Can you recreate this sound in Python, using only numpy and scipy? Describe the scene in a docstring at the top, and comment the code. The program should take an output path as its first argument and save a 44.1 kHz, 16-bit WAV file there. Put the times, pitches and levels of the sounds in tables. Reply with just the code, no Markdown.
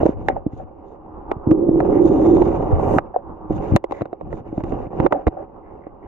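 """Sharp clicks, soft knocks and crackly rubbing sound close by, over a dull wash of water.
A hand grips a camera in a waterproof case and moves it over a shallow seabed. The case booms when
squeezed, bubbles gulp at it, and one long slide makes its wall drone, then ends in a snap.
Rubbing is many tiny slips. Slips and taps ring the case's resonances, the pitches it favours,
and two microphones inside pick up the sound."""
import sys
import numpy as np
from scipy import signal
from scipy.fft import rfft, irfft, next_fast_len
from scipy.io import wavfile
from scipy.ndimage import uniform_filter1d, map_coordinates

SR = 44100
rng = np.random.default_rng(int(sys.argv[2]) if len(sys.argv) > 2 else 0)


def output_pcm(signal):
    """Save a mono or channel-first signal as 16-bit PCM at the path in sys.argv[1].

    Samples are clipped to [-1, 1] before scaling.
    """
    pcm = np.clip(np.atleast_2d(signal).T, -1, 1) * 32767
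    wavfile.write(sys.argv[1], SR, np.round(pcm).astype(np.int16))


N = 267687

# How the case shakes its two microphones. Each row: frequency in Hz, left over right in dB,
# likeness of the two sides from 0 to 1, lead of the left side in radians.
MICS = [(54.5, -1, .3, 0.55), (189, -2, .92, -0.32), (285, 1, 0.92, 0.0), (380, -6.5, .88, -1.2),
        (436, -9, 0, 0.5), (550, -9.5, .9, 1.63), (766, 4.5, .75, 0.49), (900, -0.5, 1, 0.14),
        (1170, -2.5, 0.3, -1.2), (1540, -7, 0.3, -2), (2400, 1, 0.5, -1.28), (2830, 2, 0.4, -1.15),
        (3580, -1, 0, -2.5), (5130, 0.5, 0.04, 1.3)]


def clicks():
    """Hard, short taps ring every resonance of the case; each has its own bite and brightness."""
    # Each row: time in seconds, level in dB, then bass, bite (upper mids) and treble in dB against
    # that level, and left over right in dB.
    taps = [(0.031, -14, -3, -37, -56, -1), (0.0624, -12, -3, -30.5, -43.5, 0.5),
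            (0.2856, -14.5, -11, -12.5, -34, -3), (0.299, -23.5, -3, -30, -60, 13.5),
            (0.365, -22, -19, -23.5, -65.5, -2), (0.465, -41, 3, -26, -41, -6),
            (1.3156, -19, -2, -11.5, -42, -2), (1.512, -26.5, 8, -10.5, -34, -6),
            (1.804, -18, -3, -11, -45, -1), (2.3688, -25.5, -4, -14.5, -40.5, -4),
            (2.4207, -20.5, 3.5, -15, -41, -5.5), (2.985, -13.5, -16, -6, -41.5, -4),
            (3.162, -12.5, -18.5, -28, -76, 1), (3.7626, -14, -2.5, -8.5, -24, 2.5),
            (3.842, -20.5, -3, -17, -39.5, 0), (3.911, -30, 5.5, -10.5, -40.5, 4),
            (3.922, -20.5, -14.5, -14, -41.5, 3.5), (4.01, -29.5, 7, -8.5, -48, 5),
            (4.019, -23.5, 6, -13.5, -42.5, 1), (4.0561, -29.5, -4, -13, -49, 1.5),
            (4.13, -26.5, -1, -17.5, -53, -3), (4.211, -28.5, -2.5, -15.5, -54.5, 1.5),
            (4.328, -27.5, -2, -13.5, -57.5, -2), (4.578, -25.5, -2, -20, -46.5, -2.5),
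            (4.605, -30.5, -2, -18.5, -46.5, -4), (4.638, -34, 13.5, -7, -30.5, -1.5),
            (4.723, -25, -2.5, -19, -51, -7), (5.0015, -19.5, 8, -9, -44.5, -3.5),
            (5.0635, -12, -7, -14, -48, -4), (5.125, -13, -5, -9, -45, 0.5), (5.269, -18, 7.5, -10, -44, 1),
            (5.2735, -24, 2, -9.5, -40.5, 0.5), (5.28, -21, 2.5, -14, -42, -0.5),
            (5.868, -32, 1, -17, -65, 2)]
    # A hard tap's tone. Each row: frequency in Hz, level in dB.
    hard = [(25, -7.0), (160, -15.5), (340, -1.0), (620, 0.0), (1050, -2.5), (1550, -15), (2250, -23),
            (2850, -26.5), (3200, -41.5), (3800, -35.0), (4800, -39.5), (6600, -38), (15200, -52.0)]
    borders_hz = (40, 450, 1050, 2300, 4500, 8000, 15000)
    track = np.zeros((2, N))
    for s, db, bass_db, bite_db, treble_db, pan_db in taps:
        air_db = 1.23 * treble_db  # the top octave falls faster than the treble
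        levels = db + np.array([bass_db, 0, bite_db, (bite_db + treble_db) / 2, treble_db, air_db])
        click = blow(borders_hz, levels, hard, edge_hz=76, ringing=1.0, vary_db=3.0,
                     scatter=1.5, scatter_s=0.021)
        add(track, s, balance(pan_db) * click)
    return track


def knocks():
    """Soft bumps ring only the low resonances; the deeper the bump, the more thump and the less ring."""
    # Each row: time in seconds, level in dB, depth (extra bass) in dB.
    thuds = [(0.009, -21.5, -27), (0.055, -11, -15), (0.0907, -14.5, -12.5), (0.464, -17, -2.5),
             (0.533, -32.5, 4), (1.365, -38, 11), (1.471, -16, -0.5), (1.514, -12, -7), (1.69, -12.5, -7),
             (1.757, -17.5, -14), (2.415, -13.5, -9), (2.73, -33, 24.5), (2.963, -15, -5.5),
             (3.506, -16, -14), (3.72, -22.5, 8.5), (3.735, -16.5, -6.5), (3.744, -21.5, 5),
             (3.753, -13, 3), (4.527, -25, -8.5), (4.578, -19.5, -2.5), (4.733, -24.5, -4),
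             (5.022, -20.5, -7.5), (5.269, -18.5, 8.5)]
    # A soft bump's tone. Each row: frequency in Hz, level in dB.
    soft = [(15, -12.5), (60, -3.5), (200, 0.0), (400, -0.5), (700, -0.5), (1100, -32.0),
            (1700, -55.0), (3500, -84.5), (11000, -110)]
    borders_hz = (30, 200, 450, 1100)
    track = np.zeros((2, N))
    for s, db, depth_db in thuds:
        ring_db = -15.5 - 0.49 * depth_db
        levels = db + np.array([depth_db, 0, ring_db])
        edge_hz = 110 * 2 ** (-0.33 * depth_db)  # deeper knocks reach lower
        knock = blow(borders_hz, levels, soft, edge_hz, ringing=0.79, vary_db=5,
                     scatter=0.86, scatter_s=0.023)
        add(track, s, knock)
    return track


def slide():
    """The long slide makes the wall drone at its lowest resonance, and ends in a rising hiss."""
    # The wall's note. Each row: time in seconds, pitch in Hz, level in dB.
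    drone = [(1.481, 311.1, -24), (1.518, 312, -10.5), (1.55, 315.5, -24.5), (1.68, 315.7, -26.5),
             (1.741, 344.9, -13), (1.8, 316.6, -25), (1.98, 323.7, -16), (2.05, 341.8, -12),
             (2.141, 317.9, -18.5), (2.29, 322.2, -14), (2.411, 366.7, -18), (2.6, 335, -26)]
    # Tones of the wall's broad ring and of the hiss. Each row: frequency in Hz, level in dB.
    wall_tone = [(125, -17), (255, -7), (316, -6), (372, -1), (455, -12), (555, -16), (710, -39),
                 (1550, -89)]
    hiss_tone = [(3000, -27.5), (6000, -0.5), (14000, -11)]
    ring_gain = gesture(start=1.465, length=0.89, db=-16.5, swell_db=8, release_s=0.75)
    ring = ring_gain * through_case(slips(rate=620, spread_db=1.0, smooth=0.39), wall_tone)
    pitch_hz, level_db = curves(drone)
    t = np.arange(N) / SR
    fade_s, drift_octaves = 0.019, 0.06
    fade = np.clip(np.minimum(t - drone[0][0], drone[-1][0] - t) / fade_s, 0, 1)
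    drifting_hz = pitch_hz * 2 ** (drift_octaves * wobble(22))
    hum = fade * amp(level_db - 1.5) * note(drifting_hz, rough=0.45, rate=70)
    # the hiss stops at the snap, which is one of the clicks
    hiss_gain = gesture(start=2.784, length=0.2, db=-62, swell_db=13, release_s=0.012)
    return ring + hum + hiss_gain * through_case(rng.standard_normal((2, N)), hiss_tone)


def rubbing():
    """The hand's pressure rumbles through the case; its slips add rasp, grit and a thin sizzle."""
    # Tones of the four layers. Each row: frequency in Hz, level in dB.
    rumble_tone = [(16, 1.5), (42, 2), (135, -3), (225, -5.5), (325, -11.5), (490, -35), (950, -96)]
    rasp_tone = [(105, -13.5), (285, -4.5), (425, 1), (645, -8), (890, -8), (1190, -11.5), (1620, -37),
                 (2450, -47), (4100, -86)]
    grit_tone = [(600, -33.5), (1400, 8), (2000, -6.5), (2900, -7.5), (3200, -23.5), (3700, -29),
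                 (5000, -23.5), (7000, -30.5), (9000, -48), (15000, -58)]
    sizzle_tone = [(2100, -21), (2800, 1.5), (3800, -1.5), (4800, -4.5), (5900, -5), (6600, 2), (8100, -12),
                   (10500, -23), (15500, -25)]
    rumble_gain, rasp_gain, grit_gain, sizzle_gain = grip()
    catch = wobble(50)  # the grip catches and gives
    grains = through_case(slips(rate=430, spread_db=2.5, smooth=0.65), grit_tone)
    grit = unit(grains + amp(-7.5) * flecks(count=600, spread_db=0.5))
    rumble = through_case(slips(rate=280, spread_db=3.5, smooth=0.99), rumble_tone)
    rasp = through_case(slips(rate=520, spread_db=2.5, smooth=0.6), rasp_tone)
    flicker = wobble(17)
    sizzle = through_case(slips(rate=420, spread_db=1.0, smooth=0.45), sizzle_tone)
    return (rumble_gain * rumble
            + rasp_gain * amp(catch) * rasp
            + grit_gain * amp(1.6 * catch) * grit
            + sizzle_gain * amp(1.6 * (flicker + catch)) * sizzle)


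def grip():
    """How strong the rumble, rasp, grit and sizzle are as the hand rests, strokes and slides."""
    # Short strokes. Each row: start and length in seconds, then level, swell from start to end,
    # extra rumble and brightness, all in dB.
    strokes = [(0.0, 0.13, -26.5, -11, -2.5, 3), (0.164, 0.21, -38, 1.5, 6, 1.5),
               (0.515, 0.12, -42.5, 4, 3, 12), (0.83, 0.14, -52.5, -11, -11, 12),
               (2.83, 0.15, -29.5, 2.5, 5.5, 5), (3.494, 0.1, -32, -1.5, 9, 8),
               (3.593, .16, -26.5, 3, -3, 5.5), (3.893, 0.13, -37.5, 1, -6, 9),
               (4.22, 0.12, -43.5, 8.5, 11.5, -18), (4.3, 0.11, -37.5, -0.5, 3, 8),
               (4.451, 0.083, -38, -1, 1, -6), (4.542, 0.072, -37.5, 4, 4.5, 8),
               (4.632, 0.119, -33, -3, 4.5, 5), (4.714, .16, -30, -4, 1, -7.5),
               (4.901, 0.15, -27.5, 14.5, -1.5, -9), (5.107, 0.11, -31, -12, -12, -14.5),
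               (5.296, 0.13, -39.5, 6, -18, -36), (5.999, 0.062, -44.5, 14.5, 0, -23)]
    # The long slide's body and its treble. Each row: time in seconds, level in dB.
    slide_levels = [(1.55, -44.5), (1.698, -42.5), (1.85, -29), (2.058, -31), (2.268, -26.5), (2.62, -27),
                    (2.82, -25)]
    slide_treble = [(1.6, -81), (1.9, -73), (2.045, -57.5), (2.17, -64), (2.348, -58), (2.656, -75),
                    (2.8, -71.5)]
    rest = amp(1.5 * wobble(16))
    moves = [[rest * amp(-47.5), rest * amp(-44), rest * amp(-72.5), np.zeros(N)]]  # no sizzle at rest
    overhang_s = 0.02  # the sizzle starts before a stroke and outlasts it
    for start, length, db, swell_db, weight_db, bright_db in strokes:
        stroke = gesture(start, length, db, swell_db)
        sizzle = amp(db - 39.5 + bright_db) * arch(start - overhang_s, length + 2 * overhang_s) ** 2
        moves.append([amp(weight_db) * stroke, stroke, amp(-24 + 0.11 * bright_db) * stroke, sizzle])
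    level_db, treble_db = curves(slide_levels) + curves(slide_treble)
    swing_db = level_db - np.mean(slide_levels, axis=0)[1]
    slide_gains = amp([-26.5 + 0.4 * swing_db, level_db + 5, level_db - 23.5, treble_db + 1.5])
    moves.append(slide_gains * gesture(start=1.465, length=1.52, db=0, swell_db=0, release_s=0.024))
    return np.sqrt(sum(np.square(move) for move in moves))  # the movements add in power


def flecks(count, spread_db):
    """Crackle: tiny pings at random moments, each with its own pitch, size and side."""
    centre_hz, spread_octaves, decay_cycles = 2090, 0.22, 7
    t = np.arange(1024) / SR
    start = rng.integers(0, N, (count, 1))
    pitch, size, side = np.clip(rng.standard_normal((count, 3)), -2, 2).T[:, :, None]
    hz = centre_hz * 2 ** (spread_octaves * pitch)
    envelope = np.exp(-hz * t / decay_cycles) * (1 - np.exp(-hz * t)) ** 2
    rings = amp(spread_db * size) * envelope * np.sin(2 * np.pi * hz * t)
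    positions = (start + np.arange(len(t))).ravel()
    left_right = np.cos(side + np.pi / 4), np.sin(side + np.pi / 4)
    return unit(np.array([np.bincount(positions, (rings * gain).ravel(), N)[:N] for gain in left_right]))


def flexes():
    """The squeezed case gives way and booms, pushing its two microphones in opposite directions."""
    # Each row: start and length in seconds, pitch in Hz, level in dB.
    squeezes = [(0.14, 0.54, 94.2, -33), (2.722, 0.064, 66, -13.5), (3.716, 0.045, 87.3, -17)]
    boom = sum(gesture(start, length, db, swell_db=-13.5) * note(hz, rough=0.75, rate=45)[0]
               for start, length, hz, db in squeezes)
    return np.array([[1], [-0.41]]) * boom


def pings():
    """A stiff part of the case, caught by a click, rings for a few milliseconds."""
    # Each row: time in seconds, pitch in Hz, level in dB.
    strikes = [(0.2852, 1780, -7), (1.314, 2240, -26.5), (2.985, 1194, -11.5), (3.762, 1840, -17.5),
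               (4.328, 1910, -27), (5.123, 1385, -11.5)]
    ring_s = 0.0081  # time to fade by 60 dB
    track = np.zeros((2, N))
    t = np.maximum(np.arange(-SR // 20, SR // 20), 0) / SR
    for s, hz, db in strikes:
        envelope = amp(db - 60 * t / ring_s) * (1 - np.exp(-hz * t)) ** 2
        ring = envelope * np.exp(2j * np.pi * hz * t)
        add(track, s, 2 * np.real(mic_gains(hz) * ring))
    return track


def gulps():
    """A large bubble swells, rings and rises ever faster in pitch as it slips away."""
    # Each row: start and length in seconds, first and last pitch in Hz, level and left over right in dB.
    bubbles = [(5.041, 0.028, 263, 604, -11, -15), (5.146, 0.023, 764, 785, -22, 8),
               (5.151, 0.034, 274, 324, -26.5, -2.5)]
    track = np.zeros((2, N))
    for start, length, first_hz, last_hz, db, pan_db in bubbles:
        progress = np.clip((np.arange(N) / SR - start) / length, 0, 1)
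        hz = first_hz + (last_hz - first_hz) * progress ** 2
        ring = np.sqrt(2) * np.sin(2 * np.pi * np.cumsum(hz * (progress > 0)) / SR)
        track += amp(db) * unit(balance(pan_db)) * arch(start, length) * ring
    return track


def gurgle():
    """Short, fading flurries of little pops ring in the case."""
    # Each row: start and length in seconds, level in dB.
    flurries = [(0.282, 0.044, -22.5), (0.359, 0.029, -28), (0.596, 0.018, -30), (3.138, 0.064, -33.5),
                (5.133, 0.1, -29), (5.321, 0.025, -35), (5.366, 0.075, -33.5)]
    # The pops' tone. Each row: frequency in Hz, level in dB.
    bubble_tone = [(350, -32), (560, 2.5), (690, -4), (780, 2), (920, -25), (1200, -17), (1700, -22),
                   (3000, -75)]
    gain = sum(gesture(start, length, db, swell_db=-16.5) for start, length, db in flurries)
    return gain * through_case(slips(rate=700, spread_db=4.5, smooth=0.34), bubble_tone)


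def scrapes():
    """Light, dry scrapes stir only the upper middle pitches of the case."""
    # Each row: start and length in seconds, level in dB.
    touches = [(0.279, 0.038, -46.5), (1.923, 0.074, -48.5), (3.935, 0.081, -49.5), (5.627, 0.082, -62),
               (5.815, 0.065, -62.5), (6.022, .05, -62.5)]
    # Their tone. Each row: frequency in Hz, level in dB.
    scrape_tone = [(600, -31), (1400, 1.5), (2200, 3), (2600, -17), (3100, -23), (4000, -53.5)]
    gain = sum(gesture(start, length, db, swell_db=0) for start, length, db in touches)
    return gain * through_case(slips(rate=210, spread_db=4.5, smooth=0.53), scrape_tone)


def wash():
    """Water stirs around the case, with a faint crackle in it."""
    # How strongly the water moves. Each row: time in seconds, level in dB.
    stir = [(0.45, -51), (0.78, -46.5), (1.0, -42), (1.42, -34), (3.05, -43), (3.35, -35), (3.81, -45.5),
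            (4.15, -62), (5.5, -46.5), (5.97, -48)]
    # Its dull tone. Each row: frequency in Hz, level in dB.
    water_tone = [(22, 8.5), (64, 5), (135, -7.5), (245, -3.5), (385, -3), (625, -15), (890, -5),
                  (1180, -8), (1620, -28.5), (2150, -45.5), (2950, -51.5), (3900, -71), (11000, -95)]
    stir_db = curves(stir)[0] + 3.8 * wobble(16)
    return amp(stir_db) * through_case(slips(rate=1500, spread_db=4.5, smooth=0.93), water_tone)


def blow(borders_hz, levels_db, tone, edge_hz, ringing, vary_db, scatter, scatter_s):
    """One hit on the case; levels_db sets the loudest 10 ms of each band between the borders."""
    size = 8192
    hz, t = np.fft.rfftfreq(size, 1 / SR), np.arange(size) / SR
    # the jolt scatters inside the case, fading by 60 dB in scatter_s
    tail = rng.standard_normal((2, size)) * amp(-60 * t / scatter_s)
    common, other = rfft(tail / np.linalg.norm(tail[0]))
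    # long waves reach both microphones alike, short ones do not
    unlike = hz / (hz + 900)
    echoes = np.sqrt(1 - unlike / 2) * common + np.array([[1], [-1]]) * np.sqrt(unlike / 2) * other
    # the treble scatters least, so it stays a sharp tick
    path = (1 + scatter / np.hypot(1, hz / 3600) * echoes) * mic_gains(hz)
    # a short hit makes little bass below edge_hz
    bass_db = -20 * np.log10(1 + (edge_hz / (hz + 1)) ** 2)
    # the touch shifts and widens the resonances
    ring_db = ringing * case_db(hz, vary_db, detune_octaves=0.057, damping=1.7)
    shape_db = along(tone, hz)[0] + bass_db + ring_db
    for _ in range(3):  # nudge each band toward its level
        sound = path * causal(shape_db)
        lift = []
        for lo, hi, db in zip(borders_hz, borders_hz[1:], levels_db):
            power = np.mean(irfft(sound * (hz > lo) * (hz < hi)) ** 2, axis=0)
            peak = uniform_filter1d(power, SR // 100, mode="wrap").max()
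            lift.append((np.sqrt(lo * hi), db - 10 * np.log10(peak + 1e-20)))
        shape_db = shape_db + along(lift, hz)[0]
    hit = irfft(path * causal(shape_db))
    return np.roll(hit, size // 2, axis=1) * np.hanning(size)  # the hit starts in the middle


def slips(rate, spread_db, smooth):
    """Two streams of tiny, uneven jolts, about rate a second, over a share of smooth noise."""
    size = amp(spread_db * np.clip(rng.standard_normal((2, N)), -2, 2))
    jolts = (rng.random((2, N)) < rate / SR) * size * rng.choice([-1, 1], (2, N))
    return unit(jolts) + smooth * rng.standard_normal((2, N))


def note(hz, rough, rate):
    """One narrow resonance at both microphones, fluttering in level and phase."""
    hz = hz * np.ones(N)
    flutter = 1 + rough * (wobble(rate) + 1j * wobble(rate))
    return unit(np.real(mic_gains(hz) * flutter * np.exp(2j * np.pi * np.cumsum(hz) / SR)))


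def through_case(force, tone):
    """Two unrelated forces ring the case and mix into the stereo sound inside it."""
    size = 2 * next_fast_len(N // 2 + 8192)
    hz = np.fft.rfftfreq(size, 1 / SR)
    likeness = np.clip(along(MICS, hz)[1], 0, 1)
    spread = np.arccos(likeness) / 2
    common, other = rfft(force, size) * causal(along(tone, hz)[0] + case_db(hz))
    pair = np.cos(spread) * common + np.array([[1], [-1]]) * np.sin(spread) * other
    return unit(irfft(pair * mic_gains(hz))[:, :N])


def case_db(hz, vary_db=0, detune_octaves=0, damping=1):
    """The boost from the case's resonances; a touch can vary their strength, pitch and width."""
    # Each row: pitch in Hz, width in Hz, boost in dB.
    resonances = [(319.3, 45.7, 8), (397, 150, 3.5), (552, 79, 8.5), (752.4, 150, 9.5), (880, 82, 1),
                  (2000, 210, 4.5), (2930, 870, 3.5), (3650, 340, 9.5), (6440, 1300, 4.5),
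                  (11000, 1800, 3.5)]
    chance = np.clip(rng.standard_normal((len(resonances), 2)), -2, 2)
    boost_db = 0
    for (pitch_hz, width_hz, db), (louder, higher) in zip(resonances, chance):
        offset_hz = hz - pitch_hz * 2 ** (detune_octaves * higher)
        boost_db += (db + vary_db * louder) / (1 + (2 * offset_hz / (width_hz * damping)) ** 2)
    return boost_db


def mic_gains(hz):
    """Left and right gain as complex numbers: the case shakes one side harder, and one side earlier."""
    balance_db, _, lead = along(MICS, hz)
    sides = np.array([[.5], [-.5]])
    gain = amp(sides * balance_db)
    return gain / np.sqrt(np.mean(gain ** 2, axis=0)) * np.exp(1j * sides * lead)


def causal(db):
    """A filter with these gains that rings only after a hit, never before it (minimum phase)."""
    cepstrum = irfft(np.log(np.maximum(amp(db), 1e-7)))
    half = len(cepstrum) // 2
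    cepstrum[1:half] *= 2
    cepstrum[half + 1:] = 0
    return np.exp(rfft(cepstrum))


def gesture(start, length, db, swell_db, release_s=0.097):
    """Gain of one movement: it takes hold, swells or fades evenly, then drops 60 dB in release_s."""
    attack_s = 0.0067
    t = np.arange(N) / SR - start
    held_db = db + swell_db * (np.clip(t / length, 0, 1) - .5)
    return np.clip(t / attack_s, 0, 1) * amp(held_db - 60 * np.maximum(t - length, 0) / release_s)


def arch(start, length):
    """A rounded rise and fall."""
    return np.sin(np.pi * np.clip((np.arange(N) / SR - start) / length, 0, 1))


def wobble(rate):
    """A smooth curve through rate random points a second."""
    return map_coordinates(rng.standard_normal(int(N * rate / SR) + 4), [np.arange(N) * rate / SR])


def curves(rows):
    """Turn each column after the time into one value per sample."""
    s, *columns = np.transpose(rows)
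    return [np.interp(np.arange(N) / SR, s, column) for column in columns]


def along(rows, hz):
    """Read each column after the frequency at hz, on a scale of octaves."""
    row_hz, *columns = np.transpose(rows)
    return [np.interp(np.log(hz + 1), np.log(row_hz + 1), column) for column in columns]


def add(track, s, sound):
    """Lay a sound on the track with its middle at s seconds."""
    start = round(s * SR) - sound.shape[1] // 2
    track[:, max(start, 0):start + sound.shape[1]] += sound[:, max(-start, 0):N - start]


def balance(pan_db):
    """Two gains that make the left side pan_db louder than the right."""
    return amp(np.array([[pan_db], [-pan_db]]) / 2)


def amp(db):
    """Turn decibels into a gain."""
    return 10 ** (np.asarray(db) / 20)


def unit(x):
    """Scale a sound to an average (rms) level of 1."""
    return x / np.sqrt(np.mean(x ** 2) + 1e-20)


def scene():
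    """Everything that reaches the two microphones."""
    return (wash() + rubbing() + slide() + flexes() + scrapes() + gurgle() + gulps()
            + clicks() + pings() + knocks())


def record(dry):
    """The camera drops the deepest bass, rounds off the biggest peaks and cuts the highest treble."""
    bottom_hz, top_hz = 22, 15800
    lean = signal.sosfilt(signal.butter(1, bottom_hz, "highpass", fs=SR, output="sos"), dry)
    rounded = lean / (1 + np.abs(lean) ** 10) ** (1 / 10)
    size = next_fast_len(N + SR // 2)
    in_band = np.fft.rfftfreq(size, 1 / SR) < top_hz
    return irfft(rfft(rounded, size) * in_band, size)[:, :N]


dry = scene()
out = record(dry)
output_pcm(out)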